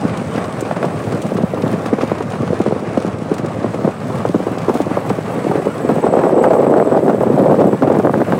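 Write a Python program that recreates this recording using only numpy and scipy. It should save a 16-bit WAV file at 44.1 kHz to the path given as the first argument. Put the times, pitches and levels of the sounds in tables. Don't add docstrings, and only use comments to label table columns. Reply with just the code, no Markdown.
import sys
import numpy as np
from scipy import signal
from scipy.fft import rfft, irfft, next_fast_len
from scipy.io import wavfile
from scipy.ndimage import uniform_filter1d, minimum_filter1d, map_coordinates

SR = 44100
rng = np.random.default_rng(int(sys.argv[2]) if len(sys.argv) > 2 else 0)


def to_wav(s):
    ch = np.atleast_2d(s).T
    pcm = np.round(np.clip(ch, -1, 1) * 32767)
    wavfile.write(sys.argv[1], SR, pcm.astype(np.int16))


N = 369999


def amp(db):
    return 10 ** (np.asarray(db) / 20)


def unit(x):
    return x / np.sqrt(np.mean(x ** 2) + 1e-20)


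def curves(rows):
    times, *columns = np.transpose(rows)
    return [np.interp(np.arange(N) / SR, times, column) for column in columns]


def wobble(rate):
    knots = rng.standard_normal(4096)
    return map_coordinates(knots, [np.arange(N) * rate / SR], mode="wrap")


def filtered(x, response):
    size = next_fast_len(N + SR // 2)
    spectrum = rfft(x, size) * response(np.fft.rfftfreq(size, 1 / SR))
    return irfft(spectrum, size)[:N]


def coloured(x, points):
    f, db = np.transpose(points)
    return unit(filtered(x, lambda hz: amp(np.interp(np.log(hz + 1), np.log(f), db))))


def noise(points):
    return coloured(rng.standard_normal(N), points)


def patchy(x, depth_db):
    bins = signal.stft(x, nperseg=1024)[2]
    field = uniform_filter1d(rng.standard_normal(bins.shape), size=4, axis=0)
    field = uniform_filter1d(field, size=6, axis=1)
    return unit(signal.istft(bins * amp(depth_db * unit(field)), nperseg=1024)[1][:N])


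def narrow(hz, width_hz):
    def slow_noise():
        return filtered(rng.standard_normal(N), lambda f: (1 + (f / width_hz) ** 2) ** -.9)
    phase = 2 * np.pi * np.cumsum(hz) / SR
    return unit(slow_noise() * np.cos(phase) + slow_noise() * np.sin(phase))


def grains(rate, spread_db, life):
    sizes = amp(spread_db * np.clip(rng.standard_normal(N), -2, 2))
    kicks = (rng.random(N) < rate / SR) * sizes
    envelope = signal.lfilter([1], [1, -np.exp(-1 / (life * SR))], kicks)
    return envelope * rng.standard_normal(N)


def add(track, s, sound):
    part = track[max(round(s * SR), 0):][:len(sound)]
    part += sound[:len(part)]


def low_cut(x, hz):
    return signal.sosfilt(signal.butter(2, hz, "highpass", fs=SR, output="sos"), x)


# time in seconds, rolling noise in dB.
ROLL_LEVEL = [(0, -23.5), (1.5, -27), (1.9, -24.5), (2.9, -27), (3.12, -28), (3.4, -26.5), (3.8, -25.5),
              (3.97, -28), (4.15, -27), (4.7, -24.5), (5.9, -24.5), (6.6, -29), (8.39, -26.5)]
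# frequency in Hz, level in dB per Hz.
ROLL_SPECTRUM = [(20, -5), (35, -2), (52, -27), (75, -9), (105, 1), (180, 6), (290, -3.5), (480, -1.5),
                 (720, -3.5), (950, -9.5), (1130, -7), (1450, -13.5), (2400, -21), (3300, -29),
                 (6000, -37.5), (10000, -41), (16000, -79)]
# time in seconds, hum pitch in Hz, level in dB.
DRIVE_CURVE = [(0, 109, -51), (1.1, 106.5, -35), (2.2, 108.2, -33), (3, 111.2, -35.5), (4, 109.1, -35),
               (6, 109.9, -47), (8.39, 108.3, -30.5)]
# multiple of the hum pitch, level relative to the hum level in dB.
HUM_PARTIALS = [(0.8, -5.5), (1, 2.5), (1.601, -31), (1.747, -4.5)]


def cart(boom_hz=230, boom_db=-3.0, lurch_db=3.5):
    roll_db, = curves(ROLL_LEVEL)
    rumble = amp(roll_db + 0.85 * wobble(16)) * patchy(noise(ROLL_SPECTRUM), depth_db=2.5)
    boom = filtered(rumble, lambda hz: 1 / (1 + (hz / boom_hz) ** 6))
    rumble = rumble - boom + amp(boom_db + lurch_db * wobble(22)) * boom
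    knocks = grains(rate=190, spread_db=5.5, life=0.011)
    chatter = amp(roll_db - 1.0) * coloured(knocks, ROLL_SPECTRUM)
    hz, hum_db = curves(DRIVE_CURVE)
    turns = np.cumsum(hz * (1 + 0.0099 * wobble(8))) / SR
    hum = np.zeros(N)
    for multiple, db in HUM_PARTIALS:
        hum += amp(db + 1.0 * wobble(7.0)) * np.sin(2 * np.pi * multiple * turns)
    return rumble + chatter + amp(hum_db) * hum


def eddy(hz, phase, rise=0.89, glide=1.42, settle=0.5):
    u = np.arange(int(8 * SR / hz)) * hz / SR
    turns = settle * u + glide * (1 - np.exp(-u / 1.103))
    swell = (u / rise * np.exp(1 - u / rise)) ** 1.76
    return swell * np.sin(2 * np.pi * (turns + phase))


# middle in seconds, length in seconds, depth in dB.
LULL_DIPS = [(1.474, 0.14, 30), (1.826, 0.061, 8), (2.184, 0.18, 9), (2.836, 0.13, 1), (3.112, 0.07, 21),
             (3.246, 0.04, 16), (3.97, 0.18, 28), (4.21, 0.048, 1), (4.33, 0.039, 20), (4.43, 0.046, 9),
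             (4.84, 0.059, 20), (5.21, .05, 17), (5.632, 0.062, 15), (5.728, 0.084, 18), (5.871, 0.025, 7),
             (6.014, 0.032, 24), (6.117, 0.02, 8), (6.408, 0.026, 4), (6.497, 0.018, 20), (6.654, 0.023, 7),
             (6.837, 0.042, 16), (6.898, 0.021, 7), (7.015, 0.025, 10), (7.196, 0.08, 5),
             (7.249, 0.022, 12), (7.285, 0.027, 5), (7.365, 0.039, 8), (7.564, 0.046, 11),
             (7.71, 0.034, 12), (7.791, 0.092, 24), (7.89, 0.029, 17), (7.979, .025, 6.5),
             (8.023, 0.037, 16), (8.123, 0.044, 14), (8.25, 0.064, 26)]


def lulls():
    dip = np.zeros(N)
    for s, length, depth_db in LULL_DIPS:
        add(dip, s - length / 2, depth_db * np.hanning(int(length * SR)))
    return dip


# frequency in Hz, width in Hz, gain at the centre in dB.
HOUSING_MODES = [(198, 110, 0), (347, 120, -1.5), (508, 180, 1.5), (1010, 80, 0), (1200, 130, 2)]


def housed(x):
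    for hz, width_hz, db in HOUSING_MODES:
        x = x + (amp(db) - 1) * signal.lfilter(*signal.iirpeak(hz, hz / width_hz, fs=SR), x)
    return x


# time in seconds, strength in dB.
WIND_STRENGTH = [(0, -25.5), (.7, -23.5), (1.5, -19.5), (2.3, -24), (2.9, -22.5), (3.75, -21.5),
                 (4.35, -25.5), (5.25, -23), (5.5, -18), (5.95, -16), (6.1, -11), (6.65, -8.5), (7.05, -11),
                 (7.5, -9), (7.7, -12), (7.9, -10.5), (8.39, -16)]
# time in seconds, share in dB.
BUFFET_LEVEL = [(0, -16), (1.2, -16.5), (2.5, -26), (4.1, 3), (5, -16), (6.5, -16), (7.3, -7), (8.39, -0.5)]
# time in seconds, strength in dB, pitch in Hz,
# puff relative to that strength in dB.
STRONG_EDDIES = [(0.026, -10, 300, -21), (0.046, -2.5, 238, -21), (0.211, -13.5, 215, -9),
                 (0.288, -15, 222, -29), (0.349, -10, 213, -12), (0.374, -6.5, 345, -20),
                 (0.478, -13, 267, -11), (0.622, -9, 423, -23), (0.709, -4, 595, -13),
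                 (0.826, -13, 660, -10), (0.842, -9.5, 308, -2), (0.857, -9, 200, -20),
                 (1.005, -14.5, 200, -14), (1.067, -6, 164, -13), (1.136, -10, 228, -20),
                 (1.153, -13, 264, -22), (1.251, -9, 230, -18), (1.316, -5.5, 440, -15),
                 (1.383, -5.5, 398, -15), (1.4, -9, 278, -24), (1.415, -12, 350, -23),
                 (1.431, 1.5, 206, -22), (1.533, -7, 453, -19), (1.572, -12.5, 386, -3),
                 (1.632, -5, 228, -12.5), (1.659, -13, 248, -2), (1.735, -5.5, 246, -22),
                 (1.855, -12.5, 378, -0.5), (1.925, 1.5, 365, -22), (1.983, -9, 340, -6),
                 (2.03, -2, 373, -18), (2.114, 0.5, 469, -15), (2.204, -7.5, 540, -9.5),
                 (2.4, -8, 218, -23), (2.428, -5, 353, -16), (2.499, -7, 250, -24), (2.527, -3.5, 460, -20),
                 (2.6, 0, 362, -12), (2.659, -1, 408, -15), (2.673, -6.5, 232, -24),
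                 (2.707, -6.5, 430, -22), (2.72, -4, 490, -12), (2.758, -15, 300, -7),
                 (2.971, 0, 353, -15.5), (3.044, -5.5, 337, -32), (3.081, -11, 323, -9),
                 (3.216, -12.5, 318, -22), (3.256, -12, 238, -20), (3.312, -3, 317, -13),
                 (3.392, -10.5, 256, -15), (3.443, -15, 496, 0.5), (3.477, -14, 278, -24),
                 (3.641, -1.5, 390, -19), (3.657, -10.5, 220, -20), (3.741, -8.5, 405, -18),
                 (3.785, -12, 304, -10), (3.843, -4, 220, -8), (3.873, -3, 410, -14),
                 (4.097, -12.5, 323, -3.5), (4.143, -9.5, 160, -10), (4.249, 2, 526, -18),
                 (4.263, -12, 169, -22), (4.291, -5, 249, -20), (4.342, 6, 352, -18),
                 (4.399, -6.5, 366, -24), (4.465, -6, 415, -9), (4.48, -11, 463, -13),
                 (4.509, -7.5, 273, -22), (4.571, -8.5, 384, -23), (4.625, -12, 212, -25),
                 (4.68, -2, 406, -13), (4.694, 4.5, 380, -13), (4.75, -5, 288, -6), (4.799, 1, 473, -31),
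                 (4.864, -13, 400, -16), (4.909, -5.5, 264, -18), (4.968, -3, 467, -5),
                 (5.049, -15, 604, -2), (5.1, 0.5, 448, -11.5), (5.182, -9.5, 358, -15),
                 (5.344, -19, 290, -20), (5.444, -9.5, 336, -20), (5.464, -6.5, 414, -15),
                 (5.512, -3.5, 480, -5.5), (5.552, -3.5, 380, -29), (5.652, -7.5, 380, -26),
                 (5.666, 1, 480, -27), (5.844, -4, 320, -25), (5.889, -0.5, 440, -3.5),
                 (5.905, -6, 520, -15), (5.913, -5.5, 279, -29), (5.989, -6, 440, -22),
                 (6.038, 0.5, 513, -9), (6.065, 2, 553, -10), (6.135, -1, 525, -11), (6.166, 0, 540, -9),
                 (6.188, 2, 560, -9), (6.214, -8, 620, -6), (6.235, 6, 530, -9), (6.264, 4, 553, -16),
                 (6.326, 0, 464, -20), (6.368, -1, 374, -22), (6.41, -1, 417, -19), (6.439, 4, 700, -7),
                 (6.468, 0, 483, -17), (6.531, -4, 480, -0.5), (6.565, -3, 530, -17), (6.593, 7, 510, -19),
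                 (6.627, 0, 480, -28), (6.664, 8.5, 530, -17.5), (6.695, 1, 450, -17),
                 (6.719, -4, 453, -12), (6.737, 5, 570, -17), (6.766, 0.5, 485, -20), (6.797, -2, 780, -11),
                 (6.822, 2, 573, -23), (6.87, -2, 470, -13), (6.918, 3, 470, -9), (7.025, -8, 420, -16),
                 (7.078, 6, 480, -12), (7.094, -4, 625, -4), (7.127, -8, 365, -6), (7.206, 2, 500, -15),
                 (7.232, 1, 440, -15), (7.265, -2, 338, -13), (7.299, 1, 380, -15), (7.335, 0, 273, -17),
                 (7.374, -3, 460, -22), (7.393, -0.5, 258, -14), (7.455, -3, 522.2, -13),
                 (7.493, 0, 425, -21), (7.518, 5, 505, -23), (7.54, 3, 620, -26), (7.575, -17, 417.6, -19),
                 (7.613, 0, 414, -8), (7.639, 1, 460, -16), (7.648, -4.5, 232, -19),
                 (7.689, -4.5, 509, -26), (7.727, -2.5, 465, -10), (7.821, 9, 390, -11.5),
                 (7.873, 2, 360, -13), (7.899, 2, 518, -11), (7.916, -6, 480, -6), (7.947, -9, 300, -11),
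                 (7.966, -9, 520, -9), (7.995, -1, 464, -9.5), (8.047, 4, 462, -10.5),
                 (8.068, -4, 794, -13), (8.092, -2.5, 672, -15), (8.133, -8, 480, -16),
                 (8.138, -1, 760, -21), (8.16, -14, 480, -20), (8.202, -2, 317, -9), (8.214, 4, 790, -20),
                 (8.282, -8.5, 380, -22), (8.32, 1, 760, -11), (8.327, -4, 259, -16)]
# frequency in Hz, level in dB per Hz.
TURBULENCE_SPECTRUM = [(30, -42), (70, -45), (130, -3.5), (250, 1), (520, 4), (800, -8), (1200, -22),
                       (2000, -31.5), (4000, -80), (10000, -69)]
# frequency in Hz, level in dB per Hz.
BUFFET_SPECTRUM = [(70, -40), (135, -5), (200, -7.5), (400, -15.5), (1500, -80)]
# frequency in Hz, level in dB per Hz.
PUFF_SPECTRUM = [(150, -20), (350, 6.5), (600, 3), (950, -2), (1250, -9.5), (1600, -14.5), (2200, -27.5),
                 (4000, -37), (10000, -48)]
BREEZE_DB, EDDY_HZ, EDDIES_PER_S = -23, 229, 78
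PITCH_DOUBLES_DB, RATE_DOUBLES_DB = 13.5, 9.5


def small_eddies(strength_db, crowding):
    typical_hz = EDDY_HZ * 2 ** ((strength_db - BREEZE_DB) / PITCH_DOUBLES_DB)
    flutter = np.zeros(N)
    shed = np.flatnonzero(np.diff(np.floor(np.cumsum(crowding) / SR)))
    for i, (lag, phase, size, pitch) in zip(shed, rng.uniform(-1, 1, (4000, 4))):
        scatter = 0.6 * (EDDIES_PER_S / crowding[i]) ** 0.24
        swing = eddy(typical_hz[i] * np.exp(scatter * pitch), phase)
        add(flutter, i / SR + 0.793 * lag / crowding[i], amp(8.1 * size) * swing)
    return flutter * np.sqrt(typical_hz / crowding)


def strong_eddies(wake_db=-12.5, puff_t60=0.065, edge_db=-16, edge_db_per_octave=7, edge_ratio=1.68):
    thumps, puffs, t = np.zeros(N), np.zeros(N), np.arange(SR // 16) / SR
    variations = rng.random((len(STRONG_EDDIES), 4))
    for (s, db, hz, puff_db), (phase, lag, turn, life) in zip(STRONG_EDDIES, variations):
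        add(thumps, s + 0.002945, amp(db - 1.0) * eddy(hz, phase, rise=0.73 + 0.43 * life))
        crisp_db = edge_db + edge_db_per_octave * np.log2(hz / 450)
        add(thumps, s + 0.003403, amp(db + crisp_db) * eddy(edge_ratio * hz, turn, rise=0.99))
        puff = amp(db + puff_db - 60 * t / puff_t60) * (1 - np.exp(-t / 0.00056))
        add(puffs, s + 0.00112, puff)
        wake = amp(db + wake_db) * eddy(np.sqrt(hz * 150), turn)
        add(thumps, s + 0.00761 + 0.00588 * lag, wake)
    return thumps, puffs * noise(PUFF_SPECTRUM)


def wind(finest_db=-10, swell_db=3.0, stream_db=-5.0):
    strength_db, = curves(WIND_STRENGTH)
    buffet_db, = curves(BUFFET_LEVEL)
    crowding = EDDIES_PER_S * 2 ** ((strength_db - BREEZE_DB) / RATE_DOUBLES_DB)
    flutter = small_eddies(strength_db, crowding)
    thumps, puffs = strong_eddies()
    unevenness_db = swell_db * np.tanh(wobble(28)) * np.sqrt(EDDIES_PER_S / crowding)
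    flow_gain = amp(strength_db - lulls() + unevenness_db + stream_db)
    turbulence = amp(-4.0) * noise(TURBULENCE_SPECTRUM)
    buffeting = amp(buffet_db) * noise(BUFFET_SPECTRUM)
    flow = flow_gain * (flutter + turbulence + buffeting)
    swirl = np.sqrt(np.abs(uniform_filter1d((flow + thumps) ** 2, size=160)))
    finest = amp(finest_db) * swirl * noise(TURBULENCE_SPECTRUM)
    return housed(flow + thumps + finest + puffs)


# time in seconds, crackle in dB, sheen of the finest stalks in dB.
GRASS_LEVELS = [(0, -47, -63), (1.7, -48, -55), (2.9, -48.5, -73), (4.2, -48, -58), (5, -47.5, -53),
                (6.6, -56, -55.5), (7.6, -53, -53), (8.39, -53, -52)]
# frequency in Hz, level in dB per Hz.
GRASS_SPECTRUM = [(800, -24), (2500, 9), (4500, 4), (6800, 2), (8200, -1), (9600, 1.5), (10600, -19),
                  (15800, -10.5)]
# frequency in Hz, level in dB per Hz.
FINE_SPECTRUM = [(4000, -21), (8000, -3.5), (10500, -6.5), (15800, -9.5)]


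def grass(tufts_db=2.0):
    grass_db, sheen_db = curves(GRASS_LEVELS)
    tufts = amp(tufts_db * wobble(14))
    swish = patchy(noise(GRASS_SPECTRUM), depth_db=2.5)
    crackle = coloured(grains(rate=260, spread_db=10.5, life=0.0022), GRASS_SPECTRUM)
    ticks = coloured(grains(rate=90, spread_db=4.5, life=0.0059), FINE_SPECTRUM)
    sheen = amp(sheen_db) * (noise(FINE_SPECTRUM) + amp(-1.5) * ticks)
    return tufts * (amp(grass_db - 2.5) * (swish + crackle) + sheen)


# time in seconds, level of the near one in dB, level of a shriller one in dB.
INSECT_LEVELS = [(0, -55, -56), (1, -55.5, -58), (2, -63, -83), (4.6, -57, -77), (5.05, -57, -71),
                 (5.55, -52.5, -55), (5.9, -50.5, -63), (6.1, -48, -66), (6.42, -46, -70), (6.7, -50, -72),
                 (6.85, -49.5, -72), (7.2, -55, -68), (7.47, -51, -68), (7.78, -52, -68), (7.85, -59, -74),
                 (8.39, -59, -70)]
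# frequency in Hz, level in dB per Hz.
SHRILL_SPECTRUM = [(7500, -50), (8350, -12), (8550, -4), (8800, -3), (10000, -41)]


def insects(stroke_hz=30.7, crest_hz=8110, sweep_hz=600, width_hz=110, depth_db=7, waver_db=1.0):
    near_db, shrill_db = curves(INSECT_LEVELS)
    strokes = np.cumsum(stroke_hz * (1 + 0.04 * wobble(6.8))) / SR
    slack = 1 - np.abs(np.sin(np.pi * strokes))
    rasp = narrow(crest_hz - sweep_hz * slack + 60 * wobble(120), width_hz)
    near = unit(amp(waver_db * wobble(18) - depth_db * slack) * rasp)
    return amp(near_db) * near + amp(shrill_db) * noise(SHRILL_SPECTRUM)


# start in seconds, clack in dB, snap in dB.
CLICK_HITS = [(0.1715, -30, -33), (0.27, -39, -43), (0.358, -28, -39), (0.4404, -30, -38),
              (0.6065, -34, -25), (0.85, -28.5, -36), (1.1214, -32, -36), (1.217, -30, -29.5),
              (1.147, -35, -42), (1.372, -30, -39), (1.422, -34, -46), (1.6196, -26.5, -41),
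              (1.8594, -27, -35), (2.014, -24, -43), (2.2222, -35, -37), (2.3004, -34, -37),
              (2.614, -29, -35), (2.6614, -29, -40), (2.9731, -30, -41), (3.339, -30, -31.5),
              (3.381, -27.5, -33), (3.459, -31, -35), (4.582, -27, -36), (4.692, -30, -34),
              (4.7406, -32, -33), (4.816, -34, -36), (5.094, -26, -36), (6.432, -37, -35),
              (7.6035, -36, -38), (7.9217, -40, -36), (7.986, -34, -33)]
# frequency in Hz, level in dB per Hz.
CLACK_SPECTRUM = [(400, -25), (1100, -2), (2500, 5), (5500, -2.5), (8000, -15), (16000, -37)]
# frequency in Hz, level in dB per Hz.
SNAP_SPECTRUM = [(3000, -24), (6000, 6.5), (8000, 10), (9500, 6), (11000, -8), (16000, -3)]


def clicks(rise=0.0014, t60=0.041):
    clack, snap, t = np.zeros(N), np.zeros(N), np.arange(SR // 8) / SR
    fall = amp(-60 * t / t60) * (1 - np.exp(-t / rise))
    for s, clack_db, snap_db in CLICK_HITS:
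        add(clack, s, amp(clack_db) * fall)
        add(snap, s, amp(snap_db) * fall)
    return clack * noise(CLACK_SPECTRUM) + snap * noise(SNAP_SPECTRUM)


# start in seconds, level in dB.
BUMPS = [(0.379, -17), (0.711, -21), (0.828, -15.5), (1.368, -20), (1.857, -20), (2.01, -19.5),
         (2.096, -21), (3.384, -23), (4.688, -19), (4.941, -23), (5.101, -23), (5.889, -21), (6.44, -16.5),
         (7.206, -21.5), (8.321, -18)]
# frequency in Hz, level in dB, time to fall 60 dB in seconds.
PANEL_MODES = [(482, -2, 0.055), (687, -3, 0.085), (1130, -3, .045), (1295, -2.5, .035),
               (1656, -5.5, 0.027), (2043, -8.5, 0.021), (2550, -14, 0.027), (3490, -18.5, 0.021),
               (4920, -21, 0.015)]
BOUNCE_S, BOUNCE_LOSS_DB = .013, 5.5


def rattles(detune=0.031, crack_db=-6, crack_t60=.012):
    track, t = np.zeros(N), np.arange(SR // 12) / SR
    hz, mode_db, t60 = np.transpose(PANEL_MODES)[:, :, None]
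    for s, db in BUMPS:
        for k in range(4):
            pitch, size, phase = rng.uniform(-1.02, 1, (3, len(PANEL_MODES), 1))
            tones = np.sin(2 * np.pi * (hz * (1 + detune * pitch) * t + phase))
            ring = (amp(mode_db + 3.1 * size - 60 * t / t60) * tones).sum(axis=0)
            dull_noise = signal.lfilter([.3], [1, -.7], rng.standard_normal(len(t)))
            crack = amp(crack_db - 60 * t / crack_t60) * dull_noise
            knock = (ring + crack) * (1 - np.exp(-t / 0.00037))
            contact = s + BOUNCE_S * k * rng.uniform(.8, 1.2)
            add(track, contact, amp(db - BOUNCE_LOSS_DB * k) * knock)
    return track


# time in seconds, centre in Hz, level in dB.
HOWL_CURVE = [(5.85, 488.4, -47), (6.1, 547.4, -26), (6.6, 558, -17), (6.95, 524, -20), (7.15, 475, -35),
              (7.55, 522, -17), (7.8, 485.6, -48), (8.39, 468.4, -44)]


def howl(width_hz=135, flutter_db=6.0):
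    hz, level_db = curves(HOWL_CURVE)
    tone = narrow(hz * (1 + 0.063 * wobble(12)), width_hz)
    return amp(level_db - lulls() + flutter_db * wobble(45)) * unit(low_cut(tone, 370))


def scene():
    return (cart() + wind() + grass() + insects() + clicks() + rattles() + howl())[None]


TOP_HZ = 15830


def record(dry, port_hz=56, output_hz=52):
    ceiling, recovery_s = .86, .03
    x = low_cut(dry[0], port_hz)
    needed = np.minimum(1, ceiling / (np.abs(x) + 1e-9))
    fast = uniform_filter1d(minimum_filter1d(needed, size=120), size=120)
    keep = np.exp(-1 / (recovery_s * SR))
    slow = 1 - signal.lfilter([1 - keep], [1, -keep], 1 - fast)
    limited = x * np.minimum(fast, slow)
    trimmed = low_cut(low_cut(limited, output_hz), output_hz)
    return filtered(trimmed, lambda hz: hz < TOP_HZ)[None]


dry = scene()
out = record(dry)
to_wav(out)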